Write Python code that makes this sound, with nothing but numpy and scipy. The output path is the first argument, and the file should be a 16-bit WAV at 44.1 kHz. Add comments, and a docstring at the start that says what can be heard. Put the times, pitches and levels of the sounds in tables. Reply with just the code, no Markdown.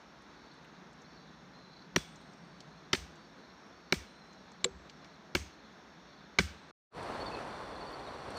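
"""A long blade chops a dry branch in a forest: each blow cracks, rings branch and blade, thuds into
the turf and echoes off the trunks. Leaves and a far stream hiss over a low drone; crickets sing,
twigs tick. After a short silence, a second scene: a close pot simmers on a wood fire, its tiny
bubbles merging into a rush, with a few ticks and crickets nearby."""
import sys
import numpy as np
from scipy import signal
from scipy.fft import rfft, irfft
from scipy.io import wavfile

SR = 44100
rng = np.random.default_rng(int(sys.argv[2]) if len(sys.argv) > 2 else 0)


def transcribe(signal):
    """Save signal, clipped to [-1, 1], as a 16-bit WAV file at the path in sys.argv[1]."""
    frames = np.atleast_2d(signal).T
    limited = np.clip(frames, -1, 1)
    pcm = np.round(limited * 32767).astype(np.int16)
    wavfile.write(sys.argv[1], SR, pcm)


N = 369910

# leaves and stream (frequency [Hz], relative density [dB])
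LEAF_SPECTRUM = [(18, -34.5), (40, -11.5), (60, -2), (105, -14), (200, 1.5), (500, -6.5), (800, -6),
                 (1600, -8), (2900, -19.5), (4900, -23.5), (6500, -23.5), (7400, -40), (9500, -44),
                 (11000, -52.5), (16000, -64)]
# far drone (time [s], level [dB])
DRONE_LEVELS = [(0.0, -72), (.8, -62), (1.75, -63.5), (2.1, -58.5), (2.85, -60.5), (3.5, -73), (4.3, -68),
                (4.86, -61.5), (5.72, -72), (6.4, -65.5)]
# cricket chorus in the forest (centre [Hz], width [Hz], level [dB], swell [dB])
FOREST_VOICES = [(3556, 520, -73.5, 1.8), (4154, 840, -73, 1.5), (5510, 390, -76.5, 1.5),
                 (12430, 1500, -96.5, 0.5)]
# cricket chorus by the fire (centre [Hz], width [Hz], level [dB], swell [dB])
FIRESIDE_VOICES = [(3500, 350, -68, 1.5), (4350, 550, -65, 1.2), (5750, 400, -72, 1.0)]
# twig and leaf snaps (time [s], peak [dB], centre [Hz], width [oct])
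TWIG_SNAPS = [(.221, -63, 7000, 1.3), (.538, -65, 6500, 1.3), (.645, -49.5, 2100, 1.2),
              (.93, -62, 6500, .9), (1.017, -56, 6100, .5), (2.157, -52.5, 6140, .6),
              (2.213, -60, 6510, 1.8), (2.334, -55, 5440, .9), (2.604, -43, 4200, 1.45),
              (3.156, -55, 6200, .7), (4.33, -57, 5800, .6), (4.518, -54, 5950, .9),
              (4.896, -40.5, 3400, 1.8), (5.045, -47.5, 3170, 1.7), (7.029, -50.5, 8160, .9),
              (7.919, -59, 11000, 1.1), (8.304, -48.5, 6000, 1.8), (8.371, -44, 6000, 1.8)]
# held cricket notes (time [s], length [s], pitch [Hz], level [dB])
CRICKET_TRILLS = [(.35, .22, 4500, -72), (1.052, .2, 4500, -68), (1.154, .26, 3950, -71),
                  (1.531, .3, 4100, -63), (1.7, 0.17, 4500, -69), (2.42, 0.23, 4500, -71),
                  (3.15, .13, 4500, -69.5), (3.75, .18, 4460, -70), (4.066, .34, 4110, -65.5),
                  (6.06, .18, 4470, -71), (6.45, .22, 4050, -70), (7.141, .04, 3580, -57),
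                  (7.248, 0.038, 3560, -53), (7.31, .085, 2590, -51.5), (8.06, .032, 3800, -57),
                  (8.12, .035, 3880, -56)]
# three-stroke chirps (first stroke [s], pitch [Hz], level [dB])
CRICKET_CHIRPS = [(.44, 4200, -69), (1.04, 4240, -65), (2.15, 4200, -71), (2.71, 4220, -65),
                  (3.37, 4220, -67), (4.46, 4200, -69), (5.01, 4220, -67), (5.52, 4240, -67),
                  (6.11, 4220, -65), (7.198, 4470, -48.5), (7.803, 4480, -53), (8.352, 4450, -50.5)]
# blows (time [s], crack [dB], tilt [dB/oct], sizzle [dB], crack decay [s], late burst gain [dB], # echo [dB],
# low wood [dB], upper wood [dB], favoured wood [Hz], blade [dB], favoured blade [Hz])
BLOWS = [(1.9607, -16, -1, -36, .0016, -33, -21, -30, -14.5, 3300, -62, 8400),
         (2.9304, -17, 1.5, -40, .0026, -19, -17.5, -30, -23.5, 1500, -75, 8320),
         (3.9234, -15, .2, -35, .0014, -30, -18.5, -29.5, -23, 2250, -58, 9250),
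         (4.6422, -22.5, 1.5, -52, 0.0022, -35, -47, -39, -35, 2400, -65, 7450),
         (5.3496, -19.5, .2, -36, 0.0023, -24.5, -18.5, -31, -24, 2300, -74, 6450),
         (6.3862, -16, -1, -46, .0029, -27.5, -15, -31.5, -15.5, 2000, -66, 8000)]
# snapping fibres (frequency [Hz], band gain [dB])
CRACK_SPECTRUM = [(300, -17), (900, -12), (2000, -1.5), (3500, 0), (5500, -4), (7500, -17), (9500, -38)]
# trunk echo decay (frequency [Hz], t60 [s])
ECHO_DECAY = [(100, 0.59), (400, 0.34), (1100, 0.12), (2900, 0.66), (7700, 0.23), (14000, .3)]
# trunk echo colour (frequency [Hz], band gain [dB])
ECHO_SPECTRUM = [(140, -23.5), (300, -15), (700, -22.5), (1600, -16), (2300, -21), (4000, -24), (6500, -14),
                 (8400, -25), (10000, -38), (13000, -33), (16000, -32.5)]
# branch modes (frequency [Hz], gain [dB], t60 [s])
BRANCH_MODES = [(165, -4, .04), (248, -2, .045), (370, 3.5, .05), (1560, -1, 0.026), (2250, 0.2, .028),
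                (3410, -1.5, 0.024), (5750, -3, .018)]
# blade modes (frequency [Hz], gain [dB], t60 [s])
BLADE_MODES = [(6450, 24, .4), (7450, -6, 1.8), (7750, -1, .9), (8120, -6, 1.5), (8320, -4, 2.2),
               (8900, 3, .7), (13700, -19, .06)]
# branch end on turf (time [s], level [dB], lowest mode [Hz], t60 [s])
TURF_JOLTS = [(1.965, -34, 62, 0.14), (2.97, -36, 62.3, 0.29), (3.96, -34, 66, .18),
              (4.70, -43.5, 62.4, 0.39), (5.36, -31, 69.2, 0.25), (6.395, -27, 70, .27)]
# cut-off piece (frequency [Hz], level [dB], t60 [s])
PIECE_MODES = [(387, -36, .17), (486, -25.5, .071), (3480, -23.5, .024), (3900, -14.5, .012),
               (7420, -18, .02), (7950, -33, .03)]
# simmering pot (time [s], level [dB])
SIMMER_LEVELS = [(6.97, -42.5), (7.082, -40.5), (7.79, -45), (8.244, -45.5), (8.388, -42)]
# bubble rush (frequency [Hz], relative density [dB])
SIMMER_SPECTRUM = [(18, -36), (30, 4), (66, -1), (200, -1), (450, 2.5), (1070, 1), (2300, -13), (3500, -18),
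                   (4400, -19), (5700, -25.5), (6600, -30.5), (8800, -30), (10500, -37.5), (12800, -45.5),
                   (14000, -55)]
# stereo width (frequency [Hz], side re mid [dB])
SIDE_GAINS = [(100, -59.5), (2000, -70), (5000, -37), (8000, -22.5), (12000, -5), (16000, -1.5)]

FOREST_END_S, FIRE_START_S, FIRE_FADE_S = 6.712, 6.9, .071
LEAF_DB, DRONE_BAND_HZ = -56.5, (141, 190.6)
FAINT_TICKS_PER_S, FAINT_TICK_DB, FAINT_TICK_HZ, TICK_EDGE_DB = 1.0, -73, 7000, -30
TRILL_HZ, TRILL_DEPTH = 36, .35
STROKE_S, STROKE_SPACING_S, HOOK_HZ = .036, .061, -480
PICKUP_LEAD_S, PICKUP_S, PICKUP_DROP_HZ, PICKUP_DB = .047, .02, 380, -3
LATE_BURST_S, STRIKE_SCATTER_DB = .015, 1.5
WOOD_FALL_DB_PER_OCT, BLADE_FALL_DB_PER_OCT = 14, 110
THUD_RISE_PER_T60, PIECE_S, PIECE_LOW_LAG_S = .077, 4.6445, .0095
BUBBLES_PER_S = 6000
HOUSING_NOTCH_HZ, LOW_CUT_HZ, HIGH_CUT_HZ = (10000, 11900), 45, 16500


def amp(db):
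    """Decibels to gain."""
    return 10 ** (np.asarray(db) / 20)


def rms_one(x):
    """Scale to rms 1."""
    return x / np.sqrt(np.mean(x ** 2) + 1e-20)


def at_hz(points, hz):
    """Read a (frequency [Hz], value) table on a log axis."""
    return np.interp(np.log(hz), np.log(np.array(points)[:, 0]), np.array(points)[:, 1])


def band(x, low_hz, high_hz):
    """Butterworth band-pass."""
    sos = signal.butter(2, [low_hz, min(high_hz, .45 * SR)], "band", fs=SR, output="sos")
    return signal.sosfilt(sos, x)


def drift(rate_hz):
    """Slow random wander, rms 1."""
    r = np.exp(-80 * np.pi * rate_hz / SR)
    slow = signal.lfilter([1], [1, -2 * r, r * r], rng.standard_normal(N // 40 + 2002))[2000:]
    return np.interp(np.arange(N) / 40, np.arange(len(slow)), rms_one(slow))


def coloured(x, spectrum):
    """Give steady noise a spectrum; rms 1."""
    hz = np.maximum(np.fft.rfftfreq(len(x), 1 / SR), 1)
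    return rms_one(irfft(rfft(x) * amp(at_hz(spectrum, hz)), len(x)))


def ring(x, hz, t60_s):
    """Resonator: a unit click rings a decaying sine of height 1."""
    r, w = amp(-60 / (t60_s * SR)), 2 * np.pi * hz / SR
    return signal.lfilter([0, np.sin(w)], [1, -2 * r * np.cos(w), r * r], x)


def add(out, s, sound):
    """Mix a sound in at a time."""
    i = round(s * SR)
    out[i:i + len(sound)] += sound[:N - i]


def leaves_and_stream():
    """Leaves and far water: a gently wavering hiss."""
    return amp(LEAF_DB + .5 * drift(6)) * coloured(rng.standard_normal(N), LEAF_SPECTRUM)


def drone(t):
    """A far, low band of noise swells and sinks."""
    level_db = np.interp(t, *np.transpose(DRONE_LEVELS))
    return amp(level_db) * rms_one(band(rng.standard_normal(N), *DRONE_BAND_HZ))


def chorus(voices):
    """Many distant crickets blur into swelling bands of noise."""
    out = np.zeros(N)
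    for hz, width_hz, level_db, swell_db in voices:
        edges_hz = hz - width_hz / 2, hz + width_hz / 2
        gain = amp(level_db + swell_db * drift(2.5))
        out += gain * rms_one(band(band(rng.standard_normal(N), *edges_hz), *edges_hz))
    return out


def twig_ticks():
    """Dry snaps: a narrow body over a broad click; faint ones fall at random."""
    out, t = np.zeros(N), np.arange(int(.03 * SR)) / SR
    faint_s = np.cumsum(rng.exponential(1, 20)) / FAINT_TICKS_PER_S
    faint = [(s, FAINT_TICK_DB, FAINT_TICK_HZ, 1.5) for s in faint_s if s < FOREST_END_S - .03]
    for s, peak_db, hz, octaves in TWIG_SNAPS + faint:
        edges_hz = hz / 2 ** (octaves / 2), hz * 2 ** (octaves / 2)
        burst = rng.standard_normal(len(t)) * np.exp(-t / .006)
        snap = band(band(burst, *edges_hz), *edges_hz) + amp(TICK_EDGE_DB) * band(burst, 1500, 15000)
        add(out, s, amp(peak_db) * snap / np.max(np.abs(snap)))
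    return out


def crickets():
    """Wavering sines: held notes throb, wing strokes hook downward; leaves in the way roughen both."""
    out, waver, flutter = np.zeros(N), drift(40), drift(120)
    notes = [(s, length_s, hz, 0, db, TRILL_DEPTH) for s, length_s, hz, db in CRICKET_TRILLS]
    for s, hz, db in CRICKET_CHIRPS:
        notes.append((s - PICKUP_LEAD_S, PICKUP_S, hz - PICKUP_DROP_HZ, HOOK_HZ / 4, db + PICKUP_DB, 0))
        notes += [(s + k * STROKE_SPACING_S, STROKE_S, hz, HOOK_HZ, db, 0) for k in range(3)]
    for s, length_s, start_hz, hook_hz, db, depth in notes:
        wobble_hz = 42 * waver[round(s * SR):][:int(length_s * SR)]
        t = np.arange(len(wobble_hz)) / SR
        hz = start_hz + hook_hz * (t / length_s) ** 3.5 + wobble_hz
        pulses = 1 - depth * (1 + np.cos(2 * np.pi * TRILL_HZ * t)) / 2
        fades = np.minimum(np.minimum(t, length_s - t) / .0066, 1)
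        add(out, min(s, N / SR), amp(db) * fades * pulses * np.sin(2 * np.pi * np.cumsum(hz) / SR))
    return out * amp(3.5 * flutter)


def chops():
    """Fibres snap in a burst that rings branch and blade; the trunks return a dying wash."""
    out, t = np.zeros(N), np.arange(int(1.2 * SR)) / SR
    edges_hz = 140 * 2 ** np.arange(0, 7.1, .5)
    for (s, crack_db, tilt_db_per_oct, sizzle_db, decay_s, late_db,
         echo_db, low_db, wood_db, wood_hz, blade_db, blade_hz) in BLOWS:
        white = rng.standard_normal((4, len(t)))
        fibres = white[0] * np.sqrt(t / decay_s) * np.exp(-t / decay_s)
        # late burst: a fainter, band-limited burst follows shortly after
        late_age = np.maximum(t - LATE_BURST_S, 0) / .003
        late_burst = amp(late_db) * band(white[0] * late_age * np.exp(1 - late_age), 1200, 6500)
        sound = np.zeros(len(t))
        for k, (low_hz, high_hz) in enumerate(zip(edges_hz, edges_hz[1:])):
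            hz = np.sqrt(low_hz * high_hz)
            crack = band(band(fibres + late_burst, low_hz, high_hz), low_hz / 1.2, high_hz * 1.2)
            tilt_db = tilt_db_per_oct * np.log2(hz / 3000)
            band_db = crack_db + tilt_db + at_hz(CRACK_SPECTRUM, hz) if hz < 10000 else sizzle_db
            sound += amp(band_db) * crack / np.max(np.abs(crack))
            wash = white[1 + k % 2] * (1 - np.exp(-t / .0069)) * amp(-60 * t / at_hz(ECHO_DECAY, hz))
            sound += amp(echo_db + at_hz(ECHO_SPECTRUM, hz)) * band(wash, low_hz, high_hz)
        tree_echo = amp(-35.5) * white[3] * (1 - np.exp(-t / .027)) * amp(-60 * t / .5)
        flutter = .7 + .5 * rms_one(band(white[2], 10, 70))  # blade turns in the hand
        for hz, mode_db, t60_s in BRANCH_MODES + BLADE_MODES:
            # the strike point favours modes near one pitch
            if hz < 1000:
                struck_db = low_db
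            elif hz < 6000:
                struck_db = wood_db - WOOD_FALL_DB_PER_OCT * abs(np.log2(hz / wood_hz))
            elif hz <= 10000:
                struck_db = blade_db - BLADE_FALL_DB_PER_OCT * abs(np.log2(hz / blade_hz))
            else:
                struck_db = sizzle_db
            tone = ring(fibres + tree_echo * (1000 < hz < 6000), hz, t60_s)
            gain = amp(struck_db + mode_db + STRIKE_SCATTER_DB * rng.standard_normal())
            blur = np.roll(flutter, int(hz)) if hz > 6000 else 1
            sound += gain * blur * tone / np.max(np.abs(tone))
        add(out, s, sound)
    return out


def turf_thuds():
    """The branch end jolts soft turf, which answers late with three low beating modes."""
    out, t = np.zeros(N), np.arange(int(.5 * SR)) / SR
    for s, level_db, hz, t60_s in TURF_JOLTS:
        phase = 2 * np.pi * hz * t
        modes = np.sin(phase) + .74 * np.sin(1.25 * phase) + .22 * np.sin(2.7 * phase)
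        rise = 1 - np.exp(-t / (THUD_RISE_PER_T60 * t60_s))
        add(out, s, amp(level_db - 60 * t / t60_s) * rise * modes)
    return out


def loose_piece():
    """The cut-off piece rings as it springs free; its low modes speak late."""
    out, t = np.zeros(N), np.arange(int(.5 * SR)) / SR
    for hz, level_db, t60_s in PIECE_MODES:
        envelope = amp(level_db - 60 * t / t60_s) * (1 - np.exp(-t * hz))
        add(out, PIECE_S + PIECE_LOW_LAG_S * (hz < 1000), envelope * np.sin(2 * np.pi * hz * t))
    return out


def simmer(t):
    """Thousands of tiny bubbles collapse on the pot's hot base and merge into a rush."""
    sizes = amp(2 * np.minimum(rng.exponential(1, N), 5)) * rng.choice([-1, 1], N)
    bubbles = sizes * (rng.random(N) < BUBBLES_PER_S / SR)
    level_db = np.interp(t, *np.transpose(SIMMER_LEVELS)) + .32 * drift(11)
    return amp(level_db) * coloured(bubbles, SIMMER_SPECTRUM)


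def scene():
    """The forest stops short, the fireside fades in; near mono except in the treble."""
    t = np.arange(N) / SR
    forest_gate = np.clip((FOREST_END_S - t) / .00094, 0, 1)
    fire_gate = np.clip((t - FIRE_START_S) / FIRE_FADE_S, 0, 1) ** 2.35
    housing_notch = signal.butter(3, HOUSING_NOTCH_HZ, "bandstop", fs=SR, output="sos")
    hits = signal.sosfilt(housing_notch, forest_gate * chops() + twig_ticks())
    forest = leaves_and_stream() + drone(t) + chorus(FOREST_VOICES) + turf_thuds() + loose_piece()
    fireside = simmer(t) + chorus(FIRESIDE_VOICES)
    mid = forest_gate * forest + fire_gate * fireside + crickets() + hits
    hz = np.maximum(np.fft.rfftfreq(N, 1 / SR), 1)
    # quarter-cycle shift: channels differ in phase, not level
    side = irfft(rfft(mid) * amp(at_hz(SIDE_GAINS, hz)) * 1j, N)
    return np.array([mid + side, mid - side])


def record(dry):
    """A small microphone loses the deepest bass; the top is cut."""
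    thin = signal.sosfilt(signal.butter(3, LOW_CUT_HZ, "high", fs=SR, output="sos"), dry)
    return signal.sosfilt(signal.cheby2(12, 70, HIGH_CUT_HZ, fs=SR, output="sos"), thin)


dry = scene()
out = record(dry)
transcribe(out)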